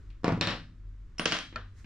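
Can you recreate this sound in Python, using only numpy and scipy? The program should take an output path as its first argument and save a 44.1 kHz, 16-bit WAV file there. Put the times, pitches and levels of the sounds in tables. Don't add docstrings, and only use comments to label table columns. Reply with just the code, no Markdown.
import sys
import numpy as np
from scipy import signal
from scipy.fft import rfft, irfft
from scipy.io import wavfile

SR = 44100
rng = np.random.default_rng(int(sys.argv[2]) if len(sys.argv) > 2 else 0)


def output_pcm(signal):
    pcm = np.clip(np.atleast_2d(signal).T, -1, 1) * 32767
    wavfile.write(sys.argv[1], SR, np.round(pcm).astype(np.int16))


N = 81585
BLOW_SIZE = 32768
TIME = np.arange(N) / SR
AGE = np.arange(BLOW_SIZE) / SR
BINS_HZ = np.maximum(np.fft.rfftfreq(BLOW_SIZE, 1 / SR), 1)

LOW_HUM_HZ, HIGH_HUM_HZ = 43.6, 97.9
LOW_HUM_LEVEL = [(0, -45.5), (.15, -45.5), (.3, -46.5), (.65, -54.5), (.9, -44.5), (1.1, -46.5), (1.3, -67),
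                 (1.6, -48), (1.85, -66)]
HIGH_HUM_LEVEL = [(0, -57), (.7, -62), (.86, -51), (1.05, -60), (1.42, -65.5), (1.58, -48.5), (1.85, -54.5)]
# (frequency [Hz], relative density [dB])
AIR_LEVEL = [(0, -46.5), (.22, -51.5), (.75, -51.5), (1.15, -50.5), (1.5, -54), (1.85, -48)]
AIR_COLOUR = [(20, -2.5), (45, 5), (70, -4.5), (110, -11), (160, -18), (320, -24), (500, -34.5), (800, -43),
              (1150, -34.5), (1800, -37.5), (2600, -43.5), (7000, -51), (9500, -61.5), (16000, -70.5)]
# (frequency [Hz], relative density [dB])
BRUSH_LEVEL = [(0, -110), (.08, -89), (.14, -96), (.22, -85.5), (1.0, -100), (1.73, -83), (1.79, -63),
               (1.85, -72)]
BRUSH_COLOUR = [(300, -8.5), (1000, 0), (1800, 13), (2800, 0), (6500, 2.5), (9500, -7.5), (16000, -23)]

# (frequency [Hz], likeness [0-1])
LIKENESS = [(100, 0.98), (300, 0.95), (700, 0.79), (1400, 0.7), (2800, 0.65), (5500, 0.37), (11000, .1)]
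# (frequency [Hz], t60 [s])
ROOM_T60 = [(100, 1), (220, 0.36), (340, 0.2), (700, 0.26), (1500, 0.29), (3000, 0.31), (6000, 0.32),
            (12000, 0.39)]
# (frequency [Hz], relative level [dB])
ROOM_COLOUR = [(60, -5.5), (160, 1.5), (400, -3), (1000, 5), (2000, 3), (4000, -0.5), (7000, -6),
               (14000, -8)]
ROOM_BUILD_S, ROOM_PAN_DB = 0.0083, 1.65

# (time [s], level [dB], bass [dB], treble [dB], room [dB])
TOUCHES = [(.1030, -30.5, -19, 6, -2), (1.5258, -12.5, -4, -21, 0), (1.8445, -21.5, 16, -2.5, 1.5)]
TAPS = [(1.5590, -1, 8.5, -2, -4)]
CLATTER = [(1.1828, -16, -12, 4.5, -3), (1.1960, 4, 8, -1, -1), (1.2560, 0, 5.5, 14, 3.5),
           (1.2582, 13.5, -3.5, -9, -22), (1.3140, -3.5, 5.5, 3.5, 2.5), (1.3218, 3.5, -9, 7.5, 3),
           (1.3275, 0, 8, 1, -7), (1.3505, 2, 0, -12, -3), (1.3680, -2.5, -15, -0.5, -11),
           (1.3880, -3, -26.5, 5, 0)]
CLANKS = [(.4112, 9.5, 2, 2, 2), (.4722, 7, -0.5, -1.5, 4.5), (.5068, 4, -3, -12, 5)]
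THUDS = [(.2338, -7, -0.5, -9.5, 1.5), (.2440, 16.5, -6.5, -2.5, 2), (.2800, 17, -3.5, -11.5, 2),
         (.2905, 14.5, -7, -15.5, -1), (.3225, 4, 14, -0.5, 0), (.3755, -2.5, 12, -8.5, -7.5)]

# (frequency [Hz], relative level [dB])
TOUCH_COLOUR = [(60, -7.5), (230, 7), (600, -4), (1000, -10), (2400, 2), (4500, -5.5), (7000, -21),
                (16000, -40.5)]
TAP_COLOUR = [(60, -14), (240, -15.5), (450, -3), (850, -7.5), (1350, 1), (1800, 1), (2100, -8),
              (2500, -7.5), (3000, -5.5), (4500, -9), (6000, -16.5), (9000, -35.5), (16000, -64)]
CLATTER_COLOUR = [(50, -44), (110, -9.5), (175, -3), (380, -4), (620, 1), (900, -9.5), (1450, -1.5),
                  (2300, -3.5), (2950, -2.5), (4000, -5.5), (5600, -7.5), (7500, -17.5), (8500, -27.5),
                  (11000, -40), (16000, -45)]
CLANK_COLOUR = [(50, -9.5), (140, 1.5), (500, -0.5), (900, -10.5), (1650, -5.5), (2100, -8.5), (2700, -4.5),
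                (3400, -6.5), (4150, -3), (4800, -8), (5400, -6.5), (6200, -17.5), (7600, -21),
                (10000, -34), (16000, -56)]
THUD_COLOUR = [(50, -24), (110, -1.5), (200, 0), (480, -6.5), (700, -6), (1000, -12), (1600, -14.5),
               (3200, -20), (5500, -24), (7500, -31), (10000, -46), (16000, -77.5)]

# (frequency [Hz], energy against the click before colour and scatter [dB], t60 [s])
BENCH_MODES = [(101.1, -18, 0.74), (119.2, -24, 0.31), (164.5, -20, 0.53), (181, -19.5, 0.26),
               (243.34, -19.5, 0.76), (273, -27.5, 0.66), (317.8, -21, 0.33), (332.1, -23, 0.45),
               (448.7, -22.5, 0.23), (499, -28.5, 0.25), (787, -23, 0.12), (1000, -19.5, 0.21),
               (1130, -17.5, 0.087)]
VISE_MODES = [(174.8, -25.5, 0.25), (288, -26, 0.026), (493, -12.5, 0.019), (715, -15.5, .03),
              (983, -16, 0.069), (5300, -7.5, .008)]
TUBE_MODES = [(559.7, -17, .3), (1107, -23, .4), (1750, -13.5, 0.51), (2415, -22, .35), (3000, -19.5, 0.29),
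              (3682, -13.5, 0.34), (3860, -32.5, 0.38), (4230, -18, 0.013), (4258, -32, 0.24),
              (5500, -21, 0.011), (5494, -21.5, 0.24)]
ROD_MODES = [(1450, -14, 0.019), (1539, -19.5, 0.22), (2750, -23.5, 0.14), (2800, -27, 0.21),
             (2984, -11.5, 0.0068), (3205, -23, 0.33), (3284, -14, 0.59), (4010, -30, 0.83),
             (4590, -23.5, 0.14), (5350, -15, 0.017), (5780, -27, 0.46)]
TAP_MODES = [(234.3, -12.5, 0.37), (398, -28.5, 0.34), (495, -22, 0.22), (636, -16, 0.097),
             (1359, -8, 0.083), (1803, -11.5, 0.039), (2450, -8, 0.034), (4400, -9, .025)]
MODE_SCATTER_DB = 1.0
MODE_LAG_S = .00004

# (time [s], low modes [dB], high modes [dB], time until damped [s])
PINGS = [(1.1848, -1, -7, 0.018), (1.1971, -25, 2.5, 0.09), (1.322, -15, -7.5, 0.22)]
# (frequency [Hz], level before the ping's own [dB], t60 [s])
PING_MODES = [(2805, -44.5, 0.083), (5515, -33.5, 0.31), (9082, -46.5, 0.25), (9000, -49.5, 0.46),
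              (13200, -67, 0.38), (15000, -66, .3)]
PING_SPLIT_HZ, PING_ROOM_DB = 7000, -7

BASS_HZ, TREBLE_HZ = 330, 3000
GRIT_HZ = 510
BENDING_LAG_S, BENDING_HZ = 0.001057, 954
METAL_PAN_DB, LEFT_LAG_S = 0.43, .000035
CUTOFF_HZ = 16400


def from_db(db):
    return 10 ** (np.asarray(db) / 20)


def at_hz(points, hz):
    table_hz, values = np.transpose(points)
    return np.interp(np.log(np.maximum(hz, 1)), np.log(table_hz), values)


def swell(points):
    return from_db(np.interp(TIME, *np.transpose(points)))


def dying(t60):
    return np.exp(-np.log(1000) * AGE / t60)


def unit(x):
    return x / np.sqrt(np.mean(np.sum(x ** 2, axis=-1)))


def add(out, start_s, sound):
    i = int(start_s * SR)
    fade = np.clip(4 * (1 - AGE / AGE[-1]), 0, 1) ** 2
    out[:, i:i + BLOW_SIZE] += (sound * fade)[:, :max(N - i, 0)]


def causal(db):
    cepstrum = irfft(np.log(from_db(db)))
    cepstrum[1:BLOW_SIZE // 2] *= 2
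    cepstrum[BLOW_SIZE // 2 + 1:] = 0
    return np.exp(rfft(cepstrum))


def diffuse(colour, size):
    hz = np.fft.rfftfreq(size, 1 / SR)
    mid, side = rfft(rng.standard_normal((2, size)))
    alike = np.clip(at_hz(LIKENESS, hz), 0, 1)
    pair = np.sqrt(1 + alike) * mid + np.sqrt(1 - alike) * side * np.array([[1], [-1]])
    return irfft(pair * from_db(at_hz(colour, hz)) / np.sqrt(2), size)


def wavering(hz, wander_hz):
    knots = np.linspace(0, N / SR, 20)
    pitch = hz + wander_hz * np.interp(TIME, knots, rng.standard_normal(len(knots)))
    return np.sqrt(2) * np.sin(2 * np.pi * np.cumsum(pitch) / SR)


def hum():
    low = swell(LOW_HUM_LEVEL) * wavering(LOW_HUM_HZ, wander_hz=1.1)
    high = swell(HIGH_HUM_LEVEL) * wavering(HIGH_HUM_HZ, wander_hz=1.4)
    return (low + high) * from_db([[.5], [-.5]])


def rustle(colour, level):
    noise = diffuse(colour, N)
    return swell(level) * noise / noise.std()


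def workshop():
    noise, out = rfft(diffuse(ROOM_COLOUR, BLOW_SIZE)), 0
    for k, (hz, t60) in enumerate(ROOM_T60):
        band = at_hz([(f, j == k) for j, (f, _) in enumerate(ROOM_T60)], BINS_HZ)
        envelope = unit(dying(t60) * (1 - np.exp(-AGE / ROOM_BUILD_S)))
        out = out + irfft(noise * band) * envelope
    return rfft(out * from_db([[ROOM_PAN_DB / 2], [-ROOM_PAN_DB / 2]]))


def ringing(modes):
    out = 0
    for hz, db, t60 in modes:
        strength, side = rng.standard_normal(2)
        lag = MODE_LAG_S * side * np.array([[.5], [-.5]])
        tone = unit(np.sin(2 * np.pi * hz * (AGE - lag)) * dying(t60))
        out = out + from_db(db + MODE_SCATTER_DB * strength) * tone
    return out


def blows(rows, colour, modes, crack_t60, grit):
    out, room = np.zeros((2, N)), workshop()
    bass = 1 / (1 + (BINS_HZ / BASS_HZ) ** 2)
    treble = 1 / (1 + (TREBLE_HZ / BINS_HZ) ** 2)
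    push = 1 / (1 + 1j * BINS_HZ / GRIT_HZ)
    click = irfft(np.exp(-2j * np.pi * 2 * BENDING_LAG_S * np.sqrt(BENDING_HZ * BINS_HZ)))
    for start_s, db, bass_db, treble_db, room_db in rows:
        white = diffuse([(100, 0), (10000, 0)], BLOW_SIZE)
        crack = unit(white * dying(crack_t60))
        contact = push * rfft(click) + (1 - push) * rfft(unit(click + grit * crack))
        tone = causal(db + at_hz(colour, BINS_HZ) + bass_db * bass + treble_db * treble)
        sound = contact + rfft(ringing(modes)) + from_db(room_db) * room
        add(out, start_s, irfft(tone * sound))
    return out


def pings():
    out = np.zeros((2, N))
    for start_s, low_db, high_db, damped_s in PINGS:
        ring = 0
        for hz, db, t60 in PING_MODES:
            level = from_db(db + (low_db if hz < PING_SPLIT_HZ else high_db))
            ring = ring + level * np.sin(2 * np.pi * hz * AGE) * dying(t60)
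        ring = ring * np.exp(-(AGE / damped_s) ** 4)
        add(out, start_s, irfft(rfft(ring) * (1 + from_db(PING_ROOM_DB) * workshop())))
    return out


def steel():
    metal = (blows(THUDS, THUD_COLOUR, BENCH_MODES + VISE_MODES, crack_t60=.022, grit=1.0)
             + blows(CLANKS, CLANK_COLOUR, BENCH_MODES + TUBE_MODES, crack_t60=0.017, grit=1.9)
             + blows(CLATTER, CLATTER_COLOUR, BENCH_MODES + ROD_MODES, crack_t60=0.016, grit=1.64)
             + blows(TAPS, TAP_COLOUR, TAP_MODES, crack_t60=0.027, grit=3.7)
             + blows(TOUCHES, TOUCH_COLOUR, BENCH_MODES, crack_t60=0.046, grit=4.1)
             + pings())
    metal[0] = np.interp(TIME - LEFT_LAG_S, TIME, metal[0])
    return metal * from_db([[METAL_PAN_DB / 2], [-METAL_PAN_DB / 2]])


def scene():
    return steel() + rustle(AIR_COLOUR, AIR_LEVEL) + rustle(BRUSH_COLOUR, BRUSH_LEVEL) + hum()


def record(dry):
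    lowpass = signal.cheby2(12, 70, CUTOFF_HZ, fs=SR, output="sos")
    return signal.sosfilt(lowpass, dry)


dry = scene()
out = record(dry)
output_pcm(out)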